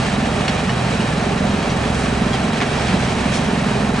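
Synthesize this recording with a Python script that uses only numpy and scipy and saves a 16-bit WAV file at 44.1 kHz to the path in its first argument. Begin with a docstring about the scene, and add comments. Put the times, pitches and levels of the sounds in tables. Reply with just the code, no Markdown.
"""A fast thumping comes first: a diesel drum chipper, close by at an outdoor site, in stereo.
The drum thumps once a turn in its housing over the engine's drone; an excavator runs beside it.
Shredded wood roars through the machine, chips crackle and splinters rasp along the chute.
Now and then a larger piece knocks against the steel; later, chips leave in brief sprays."""
import sys
import numpy as np
from scipy import signal
from scipy.fft import rfft, irfft
from scipy.io import wavfile

SR = 44100
rng = np.random.default_rng(int(sys.argv[2]) if len(sys.argv) > 2 else 0)


def master_out(mix):
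    """Clip the mix to full scale and print it as 16-bit PCM to the path in sys.argv[1]."""
    frames = np.transpose(np.atleast_2d(mix))
    ceiling = np.clip(frames, -1, 1)
    pcm = np.round(ceiling * 32767).astype(np.int16)
    wavfile.write(sys.argv[1], SR, pcm)


N = 176400
BIN_HZ = np.maximum(np.arange(N // 2 + 1) * SR / N, 1)


def undb(db):
    """Decibels to gain."""
    return 10 ** (np.asarray(db) / 20)


def level(x, db=0):
    """Set the rms level."""
    return x * undb(db) / np.sqrt(np.mean(x ** 2))


def follow(t, points):
    """Read (t/s, value) points at the times t."""
    return np.interp(t, *np.array(points).T)


def curve(points):
    """Read (f/Hz, value) points on a log-frequency axis."""
    hz, value = np.array(points).T
    return np.interp(np.log(BIN_HZ), np.log(hz), value)


def bell(x):
    """Gaussian with a peak and a spread of 1."""
    return np.exp(-.5 * x ** 2)


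def colour(x, points):
    """Causal filter with the given (f/Hz, gain/dB) shape."""
    cepstrum = irfft(np.log(undb(curve(points))), N)
    cepstrum[1:N // 2] *= 2
    cepstrum[N // 2 + 1:] = 0
    return irfft(rfft(x) * np.exp(rfft(cepstrum)), N)


def band(x, hz, octaves):
    """Broad bell-shaped band."""
    return irfft(rfft(x) * bell(np.log2(BIN_HZ / hz) / octaves), N)


def lowpass(x, hz, order=4):
    """Keep what lies below hz, with no phase shift."""
    return irfft(rfft(x) / (1 + (BIN_HZ / hz) ** order), N)


def resonance(hz, width):
    """Response of one damped mode."""
    return 1 / (1 + 1j * (BIN_HZ ** 2 - hz ** 2) / (BIN_HZ * width))


def drift(rate_hz):
    """Smooth random motion with a spread of 1."""
    return level(lowpass(rng.standard_normal(N), rate_hz))


def clicks(times, sizes):
    """One impulse at each time."""
    return np.bincount(np.clip(times * SR, 0, N).astype(int), sizes, N + 1)[:N]


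# width at the microphones: f/Hz, side minus mid/dB
STEREO_WIDTH = [(60, -21.5), (170, -34), (280, -12.5), (500, -10.5), (1200, -8.5), (2500, -7.5), (9000, -7)]
# balance: f/Hz, left minus right/dB
STEREO_PAN = [(60, -3.5), (180, -1.5), (350, -7), (700, -3.5), (1400, -1.7), (2800, -2.5), (5000, 1.2),
              (9000, -1.5)]
# lead of the left microphone: f/Hz, phase/rad
LEFT_LEAD = [(0, 0), (340, -0.051), (600, 0.7), (1380, 0.29), (3360, 0.76), (4220, 0.55), (5430, 0.2),
             (8530, -0.62), (9820, 0.0)]

def stereo_noise():
    """Noise alike in the bass, wide in the treble, reaching the two microphones out of step."""
    mid, side = rfft(rng.standard_normal((2, N)))
    sign = np.array([[1], [-1]])
    microphones = undb(sign * curve(STEREO_PAN) / 2) * np.exp(.5j * sign * curve(LEFT_LEAD))
    return irfft((mid + sign * side * undb(curve(STEREO_WIDTH))) * microphones, N)


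# ring of the drum housing: f/Hz, gain/dB
HOUSING_RING = [(30, -30), (44, -15.5), (90, -17.5), (120, -16.5), (170, -3), (200, -2.5), (224, 1.5),
                (255, -1.5), (290, -13), (310, -10.5), (345, -29.5), (400, -14.5), (520, -32),
                (1500, -53.5)]
# strength of the thumps: t/s, relative level/dB
THUMP_FORCE = [(0, -4.5), (.2, 0), (.4, -4), (.75, -3), (1.05, -1.5), (1.5, .5), (2.3, -0.5), (2.52, 2),
               (2.75, -4), (3.5, 1), (4, 0.5)]
# heavy bites into the wood: t/s, boost/dB
HEAVY_BITES = [(.226, 5), (.271, 4.5), (.497, 4.5), (1.538, 2.5), (1.72, 2), (1.90, 3), (2.945, 5.5),
               (3.21, 4.5)]

def drum(t, turns):
    """One uneven thump a turn rings the housing, harder when the drum bites deep."""
    delay_s, jitter_s, scatter_db, pan_db = .0003, .00015, .8, -.4
    size, late = rng.standard_normal((int(turns[-1]) + 1, 2)).T
    times = np.interp(np.arange(len(size)), turns, t) + delay_s + jitter_s * late
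    force_db = follow(times, THUMP_FORCE) + scatter_db * size
    for at, db in HEAVY_BITES:
        force_db[np.argmin(abs(times - at))] += db
    thumps = level(colour(clicks(times, undb(force_db)), HOUSING_RING), db=-23.8)
    return thumps * undb([[pan_db / 2], [-pan_db / 2]])


# the diesel, centred between the microphones: multiple of shaft speed, level/dB
ENGINE_HARMONICS = [(2, -38), (3, -33.5), (4, -39.5), (5, -44.5), (6, -33), (7, -43.5)]

def engine(turns):
    """The firing drone is locked to the shaft; each harmonic wavers on its own."""
    waver_db, exhaust_lag_turns = 2, .555
    phase = 2 * np.pi * (turns - exhaust_lag_turns)
    return sum(undb(db + waver_db * drift(4.8)) * np.sqrt(2) * np.cos(k * phase)
               for k, db in ENGINE_HARMONICS)


# other machinery on the site: f/Hz, width/Hz, level/dB
MACHINE_HUMS = [(182.2, 5.7, -32.5), (202.6, 3.7, -32), (379, 6.8, -44), (402.8, 6.8, -42.5),
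                (416, 4.9, -39.5), (604.3, 12, -40.5), (775, 40, -43)]

def machinery():
    """Other machinery hums in narrow bands of noise that waver together."""
    waver_db = 1.5
    power = sum(level(abs(resonance(hz, width)) ** 2, db) ** 2 for hz, width, db in MACHINE_HUMS)
    return irfft(rfft(stereo_noise()) * np.sqrt(power), N) * undb(waver_db * drift(1.9))


# rumble and roar from inside the drum, each: f/Hz, gain/dB
WOOD_RUMBLE = [(20, -27.5), (45, -17.5), (70, -6), (95, -2.5), (135, -1), (170, -0.5), (225, -2.5),
               (270, -9), (330, -20), (600, -40)]
WOOD_ROAR = [(150, -6.5), (330, -1), (440, 2.5), (540, 0.5), (730, 3), (980, -3.5), (1150, -3),
             (1500, -5.5), (1780, -4), (2050, -8.5), (2450, -7), (3300, -12.5), (3600, -16.5),
             (4300, -15.5), (5000, -18.5), (5400, -20), (6800, -22.5), (7100, -25), (8200, -21.5),
             (8800, -24.5), (10200, -38)]
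# the roar above 2 kHz: t/s, gain/dB
TREBLE_SWELL = [(.12, 2), (.2, -2), (.4, 1.8), (.66, -0.7), (.88, 1.5), (1.2, -0.7), (1.5, -1.6),
                (2.03, -0.4), (2.25, -1.3), (2.8, 2), (3.45, 0.3), (3.56, -0.5), (3.72, 1.5), (3.9, -2.5),
                (4, 2)]

def shredding(t, turns):
    """Wood rumbles and roars in the drum; the rumble surges on each cut, the treble flickers."""
    cut_at_turns, cut_width_turns = .052, .2
    surge_db, dip_db, flicker_db, treble_flicker_db = 5, -.3, .1, 1.2
    turns_from_cut = (turns - cut_at_turns + .5) % 1 - .5
    cut = bell(turns_from_cut / cut_width_turns)
    rumble = colour(stereo_noise(), WOOD_RUMBLE) * undb(surge_db * cut)
    roar = colour(stereo_noise(), WOOD_ROAR)
    low = lowpass(roar, hz=2000)
    treble = (roar - low) * undb(follow(t, TREBLE_SWELL) + treble_flicker_db * drift(22))
    roar = (low + treble) * undb(dip_db * cut + flicker_db * drift(25))
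    return level(rumble, db=-24.5) + level(roar, db=-22.5)


def tone(hz, db):
    """Sine with a moving pitch and rms level."""
    return np.sqrt(2) * undb(db) * np.sin(2 * np.pi * np.cumsum(hz) / SR)


# hum beside the chipper: t/s, f/Hz, level/dB
LOW_HUM = [(0, 130, -39), (.3, 135, -27.5), (.55, 130, -30), (.8, 127, -26), (1.25, 126, -36),
           (1.9, 128.1, -31), (2.65, 126, -35.5), (3.05, 126, -28), (3.5, 126, -39)]

def low_hum(t):
    """A low hum swells and sinks, probably the excavator under load."""
    wander_hz, waver_db = 3, 2
    at, hz, db = np.array(LOW_HUM).T
    pitch = np.interp(t, at, hz) + wander_hz * drift(3.46)
    return tone(pitch, np.interp(t, at, db) + waver_db * drift(6))


# whines, centred between the microphones: f/Hz, level/dB
HIGH_WHINES = [(3820, -47.5), (3945, -49), (4215, -53.5)]

def whines():
    """High whines wander in pitch together, each rough on its own."""
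    wander_hz, rough_hz, flicker_db = 10.75, 21.8, 4
    wander = wander_hz * drift(4.94)
    return sum(tone(hz + wander + rough_hz * drift(60), db + flicker_db * drift(30))
               for hz, db in HIGH_WHINES)


# crackle from the chute: f/Hz, gain/dB
CHIP_SPECTRUM = [(400, -6), (900, 6.5), (1800, -2), (3000, -3), (4500, -7.5), (7000, -10.5), (10000, -32.5)]

def chips():
    """Small chips tick in the chute, each a tiny burst of noise, a few much louder than the rest."""
    per_s, spread_db, decay_s = 330, 2.2, .003
    when, size = rng.random((int(per_s * N / SR), 2)).T
    energy = clicks(when * N / SR, undb(-spread_db * np.log(.045 + size)) ** 2)
    envelope = np.sqrt(signal.lfilter([1], [1, -np.exp(-2 / (decay_s * SR))], energy))
    return level(colour(stereo_noise() * envelope, CHIP_SPECTRUM), db=-34)


# modes of the chute: f/Hz, width/Hz, gain/dB
CHUTE_MODES = [(2360, 280, -1), (3255, 210, 1), (4400, 150, -12), (5340, 240, -7.5)]
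# wood rasping along it, steady until the first row: t/s, level/dB
RASP_LEVEL = [(2.25, -41), (2.35, -37), (2.45, -42), (2.65, -35), (3.14, -36.5), (3.22, -42), (3.31, -40),
              (3.345, -27.5), (3.4, -37), (3.47, -32), (3.56, -47)]

def rasp(t):
    """Splinters scrape the chute: dense uneven ticks, scattered left and right, ring its modes."""
    per_s, spread_db = 900, 3.5
    when, size, left = rng.random((int(per_s * N / SR), 3)).T
    strength = undb(-spread_db * np.log(.05 + size))
    ticks = np.array([clicks(when * N / SR, strength * share) for share in (left, 1 - left)])
    chute = sum(undb(db) * resonance(hz, width) for hz, width, db in CHUTE_MODES)
    return level(irfft(rfft(ticks) * chute, N)) * undb(follow(t, RASP_LEVEL))


# wood on steel: t/s, crack level/dB, crack decay/s, crack centre/Hz, ring pitch/Hz, ring gain/dB
WOOD_KNOCKS = [(.4792, -21.5, 0.0099, 1700, 1340, -17), (.4805, -34, .006, 3100, 1390, -20),
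               (0.482, -36, .006, 3700, 1840, -17), (.493, -24, .007, 1800, 1320, -24),
               (.577, -27, .015, 2200, 1480, -22), (.694, -29, .0064, 2300, 1830, -14),
               (1.0014, -35.5, .008, 2800, 1790, -19.5), (1.70, -38, .012, 4600, 1890, -23),
               (1.8524, -25, .0075, 1400, 1150, -31), (2.3326, -31, .012, 3100, 2054, -16),
               (2.346, -35, .014, 3000, 1980, -22), (2.571, -26, 0.02, 1800, 1710, -23),
               (2.603, -21.5, .012, 1320, 1080, -21), (2.6123, -25, 0.0053, 2200, 1490, -16.5),
               (2.617, -20, .008, 890, 686, -19), (2.6225, -27, .007, 2000, 1436, -25),
               (2.63, -22, 0.0056, 1500, 1040, -23), (2.9253, -27, 0.011, 1500, 1210, -29)]
# modes of a struck piece: multiple of its pitch, gain/dB, decay/s
PIECE_MODES = [(0.999, -3.5, 0.0046), (1.6, -4.5, 0.01), (2.397, -8, 0.01), (3.01, -9, 0.017)]

def knocks(t):
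    """Larger pieces crack against the steel and ring briefly; a brighter blow favours higher modes."""
    length_s, ring_octaves = .15, .56
    out, noise = np.zeros((2, N)), stereo_noise()
    ratio, mode_db, ring_s = np.array(PIECE_MODES).T[:, :, None]
    for at, db, decay_s, centre_hz, pitch, ring_db in WOOD_KNOCKS:
        span = (t >= at) & (t < at + length_s)
        age = t[span] - at
        crack = level(band(noise, centre_hz, octaves=1), db)[:, span] * np.exp(-age / decay_s)
        mode_hz = ratio * pitch
        weight = undb(mode_db) * bell(np.log2(mode_hz / centre_hz) / ring_octaves)
        modes = weight * np.exp(-age / ring_s) * np.sin(2 * np.pi * mode_hz * age)
        out[:, span] += crack + undb(ring_db) * modes.sum(axis=0)
    return out


# sprays at the mouth of the chute: peak t/s, level/dB, half length/s, centre f/Hz
CHIP_SPRAYS = [(2.003, -38.5, 0.073, 6000), (2.352, -31, 0.015, 2800), (2.904, -31, .022, 2520),
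               (3.355, -31, 0.027, 5300)]

def sprays(t):
    """Chips leave the chute in brief swells of hiss."""
    hiss = stereo_noise()
    return sum(level(band(hiss, hz, octaves=.58), db) * bell((t - at) / half_s)
               for at, db, half_s, hz in CHIP_SPRAYS)


# speed of the drum: t/s, rotation f/Hz
DRUM_SPEED = [(0, 22.14), (.35, 22.11), (.75, 22.03), (1.4, 22.11), (2.1, 22.15), (2.75, 22.12),
              (3.25, 22.04), (4, 22.07)]
# deep bass of the running machines: t/s, gain/dB
BASS_SWELL = [(0, -1), (1.25, -1), (2.2, 2.5), (2.55, -3.5), (2.95, .5), (3.45, -4.5), (3.75, 1)]

def scene():
    """The site from the microphones: one shaft times drum, drone and cuts; the bass swells and sinks."""
    t = np.arange(N) / SR
    turns = np.cumsum(follow(t, DRUM_SPEED)) / SR
    running = drum(t, turns) + engine(turns) + machinery() + shredding(t, turns)
    bass = lowpass(running, hz=105, order=8)
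    running += bass * (undb(follow(t, BASS_SWELL)) - 1)
    return running + low_hum(t) + whines() + chips() + rasp(t) + knocks(t) + sprays(t)


def record(dry):
    """The recorder cuts the top steeply."""
    top_hz = 10300
    return signal.sosfilt(signal.ellip(12, .2, 80, top_hz, fs=SR, output="sos"), dry)


dry = scene()
out = record(dry)
master_out(out)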